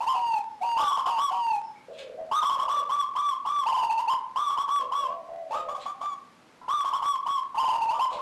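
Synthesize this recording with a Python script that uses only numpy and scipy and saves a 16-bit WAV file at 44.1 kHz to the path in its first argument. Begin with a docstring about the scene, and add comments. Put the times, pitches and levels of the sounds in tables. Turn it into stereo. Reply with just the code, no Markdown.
"""A hard-walled yard with cages, on two microphones over a faint town hum.
Close by, zebra doves trill and coo in overlapping phrases; their membranes flap, then lock on a tone.
Further off a bigger dove purrs and a small bird peeps; a reedy dove calls from another cage.
Feathers rustle and a foot taps a perch. The near coos are almost pure tones:
the overloaded recorder squares them off and adds their odd overtones."""
import sys
import numpy as np
from scipy import signal
from scipy.fft import rfft, irfft, next_fast_len
from scipy.io import wavfile

SR = 44100
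rng = np.random.default_rng(int(sys.argv[2]) if len(sys.argv) > 2 else 0)


def bounce(signal):
    """Save signal as a 16-bit WAV file at the path given by the first command-line argument."""
    frames = np.transpose(np.atleast_2d(signal))
    limited = np.clip(frames, -1, 1)
    pcm = np.round(limited * 32767).astype(np.int16)
    wavfile.write(sys.argv[1], SR, pcm)


N = 362061

# distant town: frequency_hz, level_db
TOWN_SPECTRUM = [(15, -76), (25, -37), (106, -12.5), (172, -9), (250, -5), (293, -7), (326, -9.5),
                 (515, -11), (1090, -11), (3090, -21.5), (4380, -24), (6040, -28), (11800, -37),
                 (15000, -65)]
# near arched coos, a firm note, two or three short, then long ones: start_s, length_s, pitch_hz, level_db
HIGH_COOS = [ (0.000, 0.052, 1021, -19), (.768, 0.14, 1200, -10.5), (.905, 0.063, 1155, -16),
             (.968, 0.043, 1120, -15), (1.052, 0.048, 1146, -12.5), (1.172, .13, 1153, -13),
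             (2.310, .1, 1264, -12), (2.420, 0.062, 1206, -12), (2.490, 0.067, 1142, -13.5),
             (2.583, 0.057, 1190, -15.5), (2.677, 0.13, 1200, -14), (2.887, .157, 1178, -15),
             (3.150, 0.19, 1187, -15.5), (3.450, .195, 1188, -16), (4.355, 0.14, 1206, -14),
             (4.490, 0.056, 1173, -17), (4.568, 0.062, 1176, -16.5), (4.675, 0.1533, 1162, -16),
             (4.913, 0.16, 1145, -16.5), (6.678, 0.15, 1210, -14), (6.840, 0.056, 1154, -15),
             (6.925, .052, 1166, -15.5), (7.017, 0.15, 1156, -15), (7.257, 0.14, 1135, -15),
             (7.540, 0.058, 1125, -24), (8.175, 0.063, 1123, -27.5)]
# the quick run, seven notes that dip and climb back: offset_s, length_s, pitch_hz, level_db
RUN_NOTES = [(0, 0.0554, 1074, -11), (0.06, 0.055, 1062, -14.5), (.105, 0.05, 1041, -12),
             (.163, 0.039, 965, -13.5), (.235, .045, 945, -14), (.314, 0.043, 1012, -12.5),
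             (0.415, 0.0747, 1064, -11.5)]
# each quick run: start_s
RUN_STARTS = [-0.356, 3.656, 7.569]
# near long low coos: start_s, length_s, pitch_hz, level_db
LOW_COOS = [(.133, 0.26, 958.3, -16), (.604, 0.26, 948.6, -16), (1.056, .134, 947.6, -17),
            (1.301, 0.27, 955.7, -16.5)]
# the near coos' own faint octave: multiple, level_db
NEAR_OVERTONES = [(2, -37)]
# air rushing in the throat: frequency_hz, level_db
BREATH_SPECTRUM = [(200, -19.5), (600, 0), (1400, 0.5), (2000, -5), (2900, -2.5), (3900, -4.5), (5500, -5),
                   (9000, -10.5), (15000, -22.5)]
# first echoes off the walls at each microphone: left_delay_ms, right_delay_ms, level_db
WALL_ECHOES = [(4.391, 5.672, -7), (10.735, 9.2, -11), (19.465, 21.8, -11), (33.26, 30.4, -13.5)]
# a small bird far off: start_s, length_s, pitch_hz, level_db
PEEPS = [(.460, 0.11, 5250, -73), (1.620, 0.07, 5320, -63.5), (1.750, 0.034, 2210, -58),
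         (1.755, 0.064, 5350, -79.5)]
# rolled coos of the bigger dove: start_s, length_s, pitch_hz, level_db
PURRS = [(1.873, 0.21, 564, -43), (2.090, .075, 575.4, -42), (2.165, 0.097, 656, -38.5),
         (2.550, .21, 639.7, -41.5), (2.735, 0.11, 577.3, -41), (4.785, 0.075, 585.5, -38.5),
         (4.970, .11, 599, -41), (5.075, 0.15, 687, -44), (5.280, 0.256, 677.3, -42),
         (5.530, 0.2, 610, -39.5), (7.620, 0.086, 639, -43), (7.858, 0.13, 656, -41.5),
         (8.110, 0.085, 603.5, -42.5)]
# feather strokes: peak_s, width_s, level_db
RUSTLES = [(1.938, 0.016, -62), (1.99, 0.0083, -47.5), (5.553, 0.032, -59), (5.813, 0.0094, -49.5),
           (8.125, 0.02, -53.5)]
# rustling feathers: frequency_hz, level_db
FEATHER_SPECTRUM = [(300, -6.5), (1000, -5), (1800, -3), (3100, 5.5), (4200, 1.5), (5500, -10), (7500, -8),
                    (11000, -25), (15000, -44)]
# softer coos from another cage: start_s, length_s, pitch_hz, level_db
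REEDY_COOS = [(5.505, 0.053, 914, -26.5), (5.528, 0.0855, 1272, -24), (5.683, 0.053, 1200, -28.5),
              (5.745, 0.029, 1183, -28.5), (5.855, 0.062, 1198, -28), (6.007, 0.135, 1188, -26.5),
              (7.928, 0.054, 1211, -27), (8.105, 0.028, 1247, -33)]
# overtones of that reedy voice: multiple, level_db
REEDY_OVERTONES = [(2, -29), (3, -28.5), (4, -38), (5, -44), (6, -30.5)]
# a foot on the perch: start_s, level_db
TAPS = [(6.615, -46.5)]
# ringing modes of the perch: pitch_hz, level_db, t60_s
PERCH_MODES = [(1019, 4.5, 0.15), (955, -9, .06), (1330, -7, 0.05), (2900, -24, .02)]


def from_db(db):
    """Decibels to gain."""
    return 10 ** (np.asarray(db) / 20)


def unit_power(x):
    """Scale to an RMS of one."""
    return x / np.sqrt(np.mean(x ** 2) + 1e-20)


def add(track, start_s, sound):
    """Mix a sound into a track from start_s on."""
    at = max(0, round(start_s * SR))
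    track[at:at + len(sound)] += sound[:max(0, N - at)]


def drift(rate_hz, size):
    """A smooth random wander with a spread of about one."""
    lowpass = signal.butter(2, rate_hz, fs=SR, output="sos")
    return unit_power(signal.sosfilt(lowpass, rng.standard_normal(size + SR // 4)))[-size:]


def noise(spectrum, size):
    """Two unrelated channels of noise with a given colour."""
    hz, db = np.transpose(spectrum)
    padded = next_fast_len(size)
    bins_hz = np.maximum(np.fft.rfftfreq(padded, 1 / SR), 1)
    gain = from_db(np.interp(np.log(bins_hz), np.log(hz), db))
    white = rng.standard_normal((2, padded))
    return unit_power(irfft(rfft(white) * gain, padded)[:, :size])


def mic_pair(channels, correlation):
    """Blend two unrelated channels so the microphones share a part."""
    mid = np.sqrt(1 + correlation) * channels[0]
    side = np.sqrt(1 - correlation) * channels[1]
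    return np.array([mid + side, mid - side]) / np.sqrt(2)


def town_hum():
    """The distant town: steady low noise, almost unrelated at the two microphones."""
    return from_db(-54) * mic_pair(noise(TOWN_SPECTRUM, N), correlation=0.034)


def rising_pitch(t, top_hz, scoop, scoop_s, low_hz=np.inf, break_s=0.03, flip_s=0.003):
    """A note slides up; given a lower register, it starts there and then breaks upward to its top."""
    low_hz = min(low_hz, top_hz)
    broken = 0.5 + 0.5 * np.tanh((t - break_s) / flip_s)
    return (low_hz + (top_hz - low_hz) * broken) * (1 - scoop * np.exp(-t / scoop_s))


def rasp(tone, spent, breath_db, flap, flap_hz=110, flap_s=0.032, open_s=0.0091, close_s=0.035):
    """The membranes flap unevenly and let air rush past until they lock on; then the note clears."""
    t = np.arange(len(tone)) / SR
    flapping = 1 + flap * np.exp(-t / flap_s) * drift(flap_hz, len(t))
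    leak = 1 + 8.1 * np.exp(-t / close_s) + 3.4 * spent   # extra air as the note catches and runs out
    flow = 1 - np.exp(-t / open_s)   # the air takes a moment to get moving
    breath = from_db(breath_db) * leak * flow * noise(BREATH_SPECTRUM, len(t))[0]
    return tone * flapping + breath


def sing(notes, onset, attack_s, release_s, fall_hz_per_s, sag, fade_db, waver,
         swell_db=0, breath_db=-np.inf, flap=1.0, overtones=(), roll=0, roll_hz=1):
    """A bird's voice: each note catches roughly, then sags as the air runs out; long ones fall further."""
    out = np.zeros(N)
    for start_s, length_s, top_hz, db in notes:
        t = np.arange(int((length_s + release_s) * SR)) / SR
        unsettled = np.exp(-t / (0.23 * length_s))   # pressure builds early in the note
        spent = np.minimum(t / length_s, 1) ** sag
        hz = rising_pitch(t, top_hz, **onset) - fall_hz_per_s * length_s * spent
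        phase = 2 * np.pi * np.cumsum(hz * (1 + waver * drift(140, len(t)))) / SR
        tone = np.sin(phase) + sum(from_db(level) * np.sin(round(k) * phase) for k, level in overtones)
        attack = np.sin(np.pi / 2 * np.clip(t / attack_s, 0, 1)) ** 2
        release = np.clip((length_s + release_s / 2 - t) / release_s, 0, 1)
        envelope = from_db(db + fade_db * spent - swell_db * unsettled) * attack * release
        roll_phase = 2 * np.pi * roll_hz * np.cumsum(1 + 0.15 * drift(36, len(t))) / SR
        throb = 1 + roll * np.cos(roll_phase)   # in a rolled note the throat opens and shuts
        add(out, start_s, envelope * throb * rasp(tone, spent, breath_db, flap))
    return out


def undertones(notes, ratio, length_s, gain_db):
    """Brief lower notes that sound along as each note begins."""
    return [(start_s, length_s, hz * ratio, db + gain_db) for start_s, _, hz, db in notes]


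def yard(sound, wet_db, t60_s=0.49, treble_t60_s=0.23, split_hz=2200, build_s=0.0058):
    """Direct sound, four wall echoes and a diffuse tail whose treble dies first, at two microphones."""
    t = np.arange(SR) / SR
    diffuse = mic_pair(rng.standard_normal((2, SR)), correlation=0.41) * (1 - np.exp(-t / build_s))
    low = signal.sosfilt(signal.butter(2, split_hz, fs=SR, output="sos"), diffuse)
    high = signal.sosfilt(signal.butter(2, split_hz, "high", fs=SR, output="sos"), diffuse)
    tail = low * from_db(-60 * t / t60_s) - high * from_db(-60 * t / treble_t60_s)
    response = from_db(wet_db) * unit_power(tail) / np.sqrt(SR)
    response[:, 0] += 1   # the direct path
    for left_ms, right_ms, db in WALL_ECHOES:
        delay_s = np.array([[left_ms], [right_ms]]) / 1000
        response += from_db(db) * np.sinc(SR * (t - delay_s))
    return signal.fftconvolve(sound[None], response, axes=1)[:, :N]


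def near_doves():
    """Zebra doves by the microphones: arched coos, quick runs, and low coos that open on a grace note."""
    high = sing(HIGH_COOS, dict(scoop=0.24, scoop_s=0.016, low_hz=1151, break_s=0.0459, flip_s=0.0056),
                attack_s=0.01, release_s=0.0094, fall_hz_per_s=895, sag=3.737, fade_db=-4,
                waver=0.00086, swell_db=6, breath_db=-41.5, flap=1.09, overtones=NEAR_OVERTONES)
    trills = [(start_s + offset_s, length_s, hz, db) for start_s in RUN_STARTS
              for offset_s, length_s, hz, db in RUN_NOTES if start_s + offset_s > 0]
    runs = sing(trills, dict(scoop=0.2, scoop_s=0.01175, low_hz=961.8, break_s=0.027, flip_s=0.0016),
                attack_s=0.017, release_s=0.0086, fall_hz_per_s=1060, sag=3.96, fade_db=-4.5,
                waver=0.0075, swell_db=1, breath_db=-43, flap=0.58, overtones=NEAR_OVERTONES)
    low = sing(LOW_COOS, dict(scoop=0.045, scoop_s=0.0098, low_hz=758, break_s=0.026, flip_s=0.0043),
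               attack_s=0.023, release_s=0.015, fall_hz_per_s=540, sag=2.7, fade_db=-3.5,
               waver=0.0026, swell_db=6.5, breath_db=-40.5, flap=0.26, overtones=NEAR_OVERTONES)
    grace_notes = undertones(LOW_COOS, ratio=0.79, length_s=0.078, gain_db=-9)
    grace = sing(grace_notes, dict(scoop=0.038, scoop_s=0.0095),
                 attack_s=0.044, release_s=0.02, fall_hz_per_s=73, sag=3.9, fade_db=-8, waver=0.013)
    return high + runs + low + grace


def small_bird():
    """Thin, falling peeps from far off."""
    return sing(PEEPS, dict(scoop=0.023, scoop_s=0.012),
                attack_s=0.009, release_s=0.015, fall_hz_per_s=1400, sag=2.9, fade_db=-12, waver=0.024)


def big_dove():
    """Low coos from further off, rolled into a purr by the throbbing throat."""
    return sing(PURRS, dict(scoop=0.081, scoop_s=0.022), attack_s=0.0097, release_s=0.033,
                fall_hz_per_s=295, sag=2.77, fade_db=-3, waver=0.012, roll=1.1, roll_hz=75.25)


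def feathers(flicker_db=4.3, flicker_hz=120):
    """Feathers rustle in short, uneven swells of bright noise."""
    t = np.arange(N) / SR
    strokes = sum(from_db(db) * np.exp(-0.5 * ((t - peak_s) / width_s) ** 2)
                  for peak_s, width_s, db in RUSTLES)
    return strokes * noise(FEATHER_SPECTRUM, N)[0] * from_db(flicker_db * drift(flicker_hz, N))


def reedy_dove():
    """A softer singer in another cage, rich in overtones, starts each coo on two tones at once."""
    upper = sing(REEDY_COOS, dict(scoop=0.123, scoop_s=0.00905, low_hz=1161, break_s=0.033, flip_s=0.0045),
                 attack_s=0.006, release_s=0.011, fall_hz_per_s=680, sag=4.16, fade_db=-1.5,
                 waver=0.012, breath_db=-42.5, flap=0.66, overtones=REEDY_OVERTONES)
    lower_notes = undertones(REEDY_COOS, ratio=0.67, length_s=0.047, gain_db=-8.5)
    lower = sing(lower_notes, dict(scoop=0.065, scoop_s=0.011),
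                 attack_s=0.0047, release_s=0.014, fall_hz_per_s=370, sag=3.1, fade_db=2,
                 waver=0.033, breath_db=-36, overtones=REEDY_OVERTONES)
    return upper + lower


def perch_tap():
    """A foot strikes the perch, whose modes ring briefly."""
    out = np.zeros(N)
    t = np.arange(SR // 4) / SR
    for start_s, tap_db in TAPS:
        for hz, mode_db, t60_s in PERCH_MODES:
            add(out, start_s, from_db(tap_db + mode_db - 60 * t / t60_s) * np.sin(2 * np.pi * hz * t))
    return out


def scene():
    """The yard from the microphones: near birds mostly direct, far ones mostly reverberant."""
    near = yard(near_doves(), wet_db=-5.5)
    other_cage = yard(reedy_dove(), wet_db=-8)
    further_off = yard(big_dove(), wet_db=3)
    small_sounds = yard(small_bird() + feathers() + perch_tap(), wet_db=6)
    return near + other_cage + further_off + small_sounds + town_hum()


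def flutter(rate_hz=40.05, attack_s=0.00006, recover_s=0.00068):
    """The level dips for about a millisecond some forty times a second: faint ticks on loud notes."""
    t = np.arange(SR // 200) / SR
    dip = np.minimum(t / attack_s, 1) * np.exp(-np.maximum(t - attack_s, 0) / recover_s)
    dips = np.zeros(N)
    count = int(N / SR * rate_hz)
    for k, (late, size) in enumerate(rng.random((count, 2))):
        depth = 0.42 * (0.3 + 1.53 * size)
        add(dips, (k + 0.68 + 0.0984 * late) / rate_hz, depth * dip)
    return 1 - np.clip(dips, 0, 1)


def record(dry, ceiling=0.1, knee=0.87, stopband_hz=15700):
    """The recorder overloads softly, squeezing each wave; the level flutters and the top treble is cut."""
    oversampled = signal.resample_poly(dry, 2, 1, axis=1)
    drive = np.abs(oversampled / ceiling) ** knee
    squeezed = ceiling * np.sign(oversampled) * (1 - np.exp(-drive)) ** (1 / knee)
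    ticking = signal.resample_poly(squeezed, 1, 2, axis=1) * flutter()
    return signal.sosfilt(signal.cheby2(14, 70, stopband_hz, fs=SR, output="sos"), ticking)


dry = scene()
out = record(dry)
bounce(out)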